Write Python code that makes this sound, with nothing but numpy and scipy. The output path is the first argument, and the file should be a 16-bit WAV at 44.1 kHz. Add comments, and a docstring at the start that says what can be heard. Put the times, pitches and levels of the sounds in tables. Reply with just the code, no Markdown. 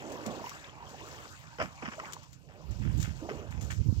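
"""Buffaloes wade and wallow in a muddy ditch, with dry stalks crackling near the microphone throughout.
From the start, random grains of plops slosh and gurgle; rising sines pop as bubbles; one splash falls early.
After 1.5 s a run of splashes follows, each a cluster of low plops and clicks. From 2.6 s gusts of lumpy low
noise rumble in the right port, with crunches on drier ground, and after 3.2 s large bubbles pop again.
The right port is muffled in the treble; the left is thin in the bass and hears a little later."""
import sys
import numpy as np
from scipy import signal
from scipy.fft import rfft, irfft, next_fast_len
from scipy.io import wavfile
from scipy.ndimage import uniform_filter1d

SR = 44100
rng = np.random.default_rng(int(sys.argv[2]) if len(sys.argv) > 2 else 0)


def waveform_to_disk(signal):
    """Save audio, clipped to [-1, 1], as 16-bit WAV at the path in sys.argv[1]."""
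    frames = np.transpose(np.atleast_2d(signal))
    scaled = np.clip(frames, -1, 1) * 32767
    samples = np.round(scaled).astype(np.int16)
    wavfile.write(sys.argv[1], SR, samples)


N = 176400  # samples, 4 s

# Levels of the ditch and ground sounds are those ahead of the two ports.
# Far low hum: (frequency [Hz], density [dB per Hz, relative])
HUM_COLOUR = [(25, -35), (60, -4), (150, 0.5), (200, -18), (320, -14.5)]
# Low rumble: (frequency [Hz], density [dB per Hz, relative])
RUMBLE_COLOUR = [(28, -47), (52, 0.5), (107, 0), (190, -12), (360, -25.5), (600, -43.5)]
# Gusts on the right port: (time [s], level [dB])
RIGHT_GUSTS = [(2.45, -64), (2.6, -58), (2.69, -24.5), (2.76, -33.5), (2.82, -25.5), (3.04, -26.5),
               (3.1, -32), (3.25, -48), (3.42, -37), (3.64, -29), (3.77, -33), (3.88, -24.5), (4, -26.5)]
# Faint low rumble on the left port: (time [s], level [dB])
FAINT_LEFT_RUMBLE = [(0, -80), (1.55, -81), (1.67, -57), (2.25, -70.5)]
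# Single buffets on the right port: (time [s], peak [dB])
WIND_BUFFETS = [(2.861, -21.5), (2.974, -33), (3.077, -29), (3.891, -31.5), (3.925, -18)]

# Crunches in grass and crusted mud: (time [s], level [dB], 60 dB decay [s])
GROUND_CRUNCHES = [(2.821, -53, 0.91), (3.04, -47, 0.26), (3.52, -51.5, 0.24), (3.576, -63, 0.034),
                   (3.704, -39.5, 0.14)]
# Crunch clicks: (frequency [Hz], density [dB per Hz, relative])
CRUST_COLOUR = [(1100, -4), (1600, 4.5), (2800, -3), (3600, -6)]
# Snapping stalks near the microphone: (time [s], level [dB], 60 dB decay [s])
STALK_SNAPS = [(0.12, -46, 0.11), (0.264, -36.5, 0.056), (0.495, -38, 0.032), (.893, -53.5, 0.22),
               (1.624, -48.5, 0.21), (2.124, -42.5, 0.026), (2.134, -36.5, 0.05), (2.232, -51, 0.072),
               (2.331, -51.5, 0.064), (2.71, -54.5, 0.2), (2.975, -49, 0.37), (3.002, -45, 0.035),
               (3.007, -51, 0.029), (3.014, -44, 0.3), (3.029, -35, 0.015), (3.508, -52.5, 0.23),
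               (3.611, -46.5, 0.4), (3.707, -44, 0.21)]
# Stalk clicks: (frequency [Hz], density [dB per Hz, relative])
STALK_COLOUR = [(2000, -3), (3000, -2.5), (5100, -5.5), (6800, 0.5), (16000, -1)]

# Deep slosh of wading bodies: (time [s], level [dB])
WADING_LEVEL = [(0, -45), (.35, -43), (.55, -60), (.75, -59), (1.0, -53), (1.18, -56.5), (1.4, -70.5),
                (1.78, -75.5), (2.0, -53.5), (2.35, -75.5), (2.55, -58), (3.18, -66.5), (3.24, -44.5),
                (3.43, -46.5), (3.52, -66.5), (3.63, -53), (3.75, -68), (4, -82)]
# Finer water: (time [s], gurgle level [dB], drip and spray level [dB])
WATER_LEVELS = [(0, -51.5, -55), (.25, -49.5, -56), (.48, -48, -51.5), (.75, -56, -62),
                (1.12, -50.5, -52.5), (1.5, -56.5, -59.5), (1.78, -56, -60.5), (2.1, -51, -56.5),
                (2.3, -69, -64), (2.47, -78, -68.5), (2.55, -64.5, -65.5), (2.85, -59.5, -55.5),
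                (3.15, -60.5, -59), (3.35, -56.5, -55), (3.5, -58, -62.5), (3.95, -63.5, -57.5)]
# Slosh, gurgle and spray, each: (frequency [Hz], density [dB per Hz, relative])
SLOSH_COLOUR = [(200, -5.5), (330, -6.5), (550, -4), (750, -10.5), (1200, -20.5)]
GURGLE_COLOUR = [(550, -9.5), (900, 1), (1400, -4), (2500, -8.5), (4000, -21)]
SPRAY_COLOUR = [(2500, 3), (3500, -8.5), (4800, -3.5), (16000, -5)]
# Large bubbles and drips: (time [s], level [dB], starting pitch [Hz], decay [cycles])
BUBBLE_POPS = [(0.265, -29.5, 213, 8.5), (.415, -32, 612, 7.8), (0.441, -32, 900, 8.8),
               (0.469, -29.5, 933, 7.6), (0.644, -35, 3330, 6.3), (.805, -41.5, 913, 12),
               (.826, -36, 910, 8.6), (.944, -35, 740, 6.2), (1.011, -39, 930, 9.9),
               (1.602, -23.5, 602, 5.5), (1.613, -21, 620, 4.7), (1.863, -32, 1750, 7.2),
               (1.881, -20, 199, 1.64), (1.981, -32.5, 612, 9.9), (1.992, -37, 1340, 12),
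               (2.035, -35, 830, 11), (2.166, -29.5, 937, 3.8), (3.221, -31, 295.5, 8.8),
               (3.289, -18, 620, 2.5), (3.31, -22, 401, 4)]
# Splashes: (time [s], deep level [dB], bright level [dB], 60 dB decay [s])
SPLASH_HITS = [(0.268, -41, -51.5, 0.42), (1.587, -37, -44.5, 0.18), (1.601, -50, -30.5, 0.054),
               (1.612, -35, -36.5, 0.22), (1.825, -38.5, -40, 0.11), (1.852, -58, -41, 0.046),
               (1.861, -47, -41, 0.1), (1.88, -48, -43, 0.075), (1.92, -49.5, -43.5, 0.096),
               (1.935, -52, -44.5, 0.05), (2.001, -64, -38, 0.037), (2.057, -51, -41.5, 0.049),
               (2.489, -58, -61.5, 0.63), (3.293, -48, -44, 0.22), (3.409, -55, -81, 0.071)]
# Thud grains and smack clicks of a splash, each: (frequency [Hz], density [dB per Hz, relative])
THUD_COLOUR = [(100, -5), (230, 4), (315, -16.5), (650, -0.5), (1100, -32)]
SMACK_COLOUR = [(700, -19), (1120, -1), (2200, -6.5), (3200, -12.5), (3900, -42), (5100, -17.5),
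                (6500, -30)]

# Left port over right port: (frequency [Hz], ratio [dB])
PORT_RATIO = [(100, -61), (270, -12.5), (450, -4), (800, -1.5), (1300, -0.5), (2000, 2.5), (3100, 2.5),
              (4500, 28), (6000, 29), (7500, 44), (9500, 7.5), (12000, 18), (15500, -7.5)]
# Share that both ports hear alike: (frequency [Hz], share [0 to 1])
PORT_SHARE = [(300, 1), (700, 1), (1500, 0.69), (4000, 0.19)]
# Treble colour of the microphone: (frequency [Hz], gain [dB])
MIC_TREBLE = [(7300, 1), (8300, -7.5), (9500, -19.5), (12500, -10), (15800, -13)]

HUM_DB, LUMP_DB = -50.5, 4.5  # right-port hum level; depth of the lumps in the rumble
BUFFET_HZ, BUFFET_CYCLES = 176, 0.9  # starting pitch; decay in cycles
SPLASH_RISE_S, SNAP_RISE_S = 0.0017, 0.0014  # time constants of the rise
SOFT_START = 0.98  # cycles, time constant of a plop's onset
GLIDE = 0.082  # fraction by which a plop's pitch rises over its decay cycles
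LAG_S = 0.00022  # left port behind right
EDGE_HZ = 15850  # upper band limit


def amp(db):
    """Gain of a level in dB."""
    return 10 ** (np.asarray(db) / 20)


def evened(x):
    """Scaled to rms 1."""
    return x / np.sqrt(np.mean(x ** 2) + 1e-20)


def read(points, hz):
    """A table read on a log-frequency axis."""
    f, value = np.transpose(points)
    return np.interp(np.log(hz + 1), np.log(f + 1), value)


def curve(table, index):
    """Gain over time from one dB column."""
    rows = np.array(table)
    return amp(np.interp(np.arange(N) / SR, rows[:, 0], rows[:, index]))


def bursts(rows, rise_s):
    """Sum of exponential rise-and-decay envelopes from rows (time, dB, t60)."""
    lead = 500  # samples of rise ahead of each peak
    t = np.arange(-lead, SR // 2) / SR
    rise = np.exp(np.minimum(t, 0) / rise_s)
    out = np.zeros(N + SR)
    for s, db, t60 in rows:
        decay = amp(db - 60 * np.maximum(t, 0) / t60)
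        out[round(s * SR) - lead:][:len(t)] += decay * rise
    return out[:N]


def plop(hz, cycles):
    """A bubble: a sine that starts softly, rises in pitch and dies after some cycles."""
    turns = np.arange(0, 3 * cycles / hz + 0.0017, 1 / SR) * hz
    tone = np.sin(2 * np.pi * turns * (1 + GLIDE * turns / cycles / 2))
    return tone * (1 - np.exp(-turns / SOFT_START)) * np.exp(-2 * turns / cycles)


def hits(per_s, spread_db):
    """Sparse single hits of uneven size at random times; two draws."""
    size = amp(spread_db * np.minimum(rng.exponential(1, (2, N)), 4))
    return size * (rng.random((2, N)) < per_s / SR)


def washed(sparse, wash):
    """Hits mixed with noise that takes the given share of the power."""
    return np.sqrt(1 - wash) * evened(sparse) + np.sqrt(wash) * rng.standard_normal((2, N))


def grains(colour, level, per_s, cycles, spread_db, wash, patchy_db, count=22):
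    """Random plops of many pitches over a wash of far ones, in drifting patches; two draws."""
    pitches = np.geomspace(colour[0][0], colour[-1][0], count)
    sparse = hits(per_s, spread_db)
    kind = rng.integers(0, count, (2, N))
    # each pitch swells and fades on its own, much like its neighbours
    patch = uniform_filter1d(rng.standard_normal((N // 256 + 1, count)), size=10, axis=0)
    patch = evened(uniform_filter1d(patch, size=3, axis=1))
    patch = evened(amp(patchy_db * patch))[np.arange(N) // 256, kind]
    drive = level * patch * washed(sparse, wash)
    span, spectrum = next_fast_len(N + SR // 4), 0
    for k, hz in enumerate(pitches):
        shape = plop(hz, cycles)
        shape = shape / np.linalg.norm(shape)
        gain = np.sqrt(hz) * amp(read(colour, hz))  # log-spaced pitches, density per Hz
        spectrum = spectrum + rfft(drive * (kind == k), span) * rfft(shape, span) * gain
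    power = np.mean(pitches * amp(2 * read(colour, pitches)))
    return irfft(spectrum, span)[:, :N] / np.sqrt(power)


def clumps(colour, rows, rise_s, per_s, spread_db, wash, first_db):
    """Each row is one sharp contact and a dying clump of uneven clicks of one colour; two draws."""
    hz = np.fft.rfftfreq(512, 1 / SR)
    band = (hz > colour[0][0] / 2) * (hz < colour[-1][0])
    click = np.fft.fftshift(irfft(amp(read(colour, hz)) * band))
    click = click * np.hanning(len(click))
    sparse = hits(per_s, spread_db)
    sparse *= rng.choice([-1, 1], (2, N))
    drive = bursts(rows, rise_s) * washed(sparse, wash)
    for s, db, _ in rows:
        drive[:, round(s * SR)] += amp(db + first_db)  # the first contact
    return signal.oaconvolve(drive, click[None] / np.linalg.norm(click), "same")


def low_noise(colour):
    """Two draws of coloured noise, cut by 60 dB above the last table row."""
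    hz = np.fft.rfftfreq(N, 1 / SR)
    gain = amp(read(colour, hz) - 60 * (hz > colour[-1][0]))
    return evened(irfft(rfft(rng.standard_normal((2, N))) * gain, N))


def far_hum():
    """Low noise from afar, much weaker in the left port."""
    return low_noise(HUM_COLOUR) * amp([[HUM_DB - 25.0], [HUM_DB]])


def gusts_and_left_rumble():
    """Lumpy low noise: gusts and single buffets on the right port, a faint separate rumble on the left."""
    lumps = evened(uniform_filter1d(uniform_filter1d(rng.standard_normal(N), 900), 900))
    levels = np.array([curve(FAINT_LEFT_RUMBLE, index=1), curve(RIGHT_GUSTS, index=1)])
    out = evened(low_noise(RUMBLE_COLOUR) * amp(LUMP_DB * lumps)) * levels
    push = plop(BUFFET_HZ, BUFFET_CYCLES)
    push = push / abs(push).max()
    for s, db in WIND_BUFFETS:
        out[1, round(s * SR):][:len(push)] += amp(db) * push
    return out


def crunches():
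    """Steps on drier ground: short mid-pitched crackle."""
    return clumps(CRUST_COLOUR, GROUND_CRUNCHES, SPLASH_RISE_S, per_s=500, spread_db=5.0,
                  wash=0.24, first_db=10)


def stalks():
    """Dry stalks snap close by: one sharp tick, then a dying crackle."""
    return clumps(STALK_COLOUR, STALK_SNAPS, SNAP_RISE_S, per_s=830, spread_db=2.4,
                  wash=0.42, first_db=16.5)


def bubbles():
    """Single large bubbles and drips, each one ringing plop."""
    out = np.zeros(N + SR)
    for s, db, hz, cycles in BUBBLE_POPS:
        sound = amp(db) * plop(hz, cycles)
        out[round(s * SR):][:len(sound)] += sound
    return np.array([out[:N], out[:N]])


def splashes():
    """Legs and bodies strike the mud: deep grains, and a wet smack with its crackle."""
    deep = [(s, db, t60) for s, db, _, t60 in SPLASH_HITS]
    bright = [(s, db, t60) for s, _, db, t60 in SPLASH_HITS]
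    thud = grains(THUD_COLOUR, bursts(deep, SPLASH_RISE_S), per_s=900, cycles=2.5,
                  spread_db=3.0, wash=0.49, patchy_db=-3, count=12)
    smack = clumps(SMACK_COLOUR, bright, SPLASH_RISE_S, per_s=500, spread_db=5.1,
                   wash=0.45, first_db=15.5)
    return thud + smack


def mud():
    """The steady stirring: plops massed into deep slosh, gurgle and fine spray."""
    slosh = grains(SLOSH_COLOUR, curve(WADING_LEVEL, index=1), per_s=1500, cycles=5.4,
                   spread_db=1.3, wash=0.58, patchy_db=2.5, count=18)
    gurgle = grains(GURGLE_COLOUR, curve(WATER_LEVELS, index=1), per_s=600, cycles=9.4,
                    spread_db=3.9, wash=0.56, patchy_db=4.0)
    spray = grains(SPRAY_COLOUR, curve(WATER_LEVELS, index=2), per_s=1700, cycles=3.1,
                   spread_db=0.79, wash=0.57, patchy_db=3.0)
    return slosh + gurgle + spray


def ports(x):
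    """Two ports share part of the sound; each colours it in its own way, the left one later."""
    hz = np.fft.rfftfreq(N, 1 / SR)
    first, second = rfft(x) * amp(read(MIC_TREBLE, hz))
    same, ratio = np.clip(read(PORT_SHARE, hz), 0, 1), amp(read(PORT_RATIO, hz))
    lag = np.exp(-1j * 2 * np.pi * hz * LAG_S)
    left = 2 * ratio / (1 + ratio) * first * lag
    right = 2 / (1 + ratio) * (same * first + np.sqrt(1 - same ** 2) * second)
    return irfft(np.array([left, right]), N)


def scene():
    """Water, steps and stalks through the two ports; wind, a faint left rumble and far hum added straight to
    them."""
    ditch = mud() + splashes() + bubbles()
    ground = stalks() + crunches()
    return ports(ditch + ground) + gusts_and_left_rumble() + far_hum()


def record(dry):
    """The band limit: a steep low-pass filter."""
    lowpass = signal.firwin(511, EDGE_HZ, window=("kaiser", 9), fs=SR)
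    return signal.oaconvolve(dry, lowpass[None], "same")


dry = scene()
out = record(dry)
waveform_to_disk(out)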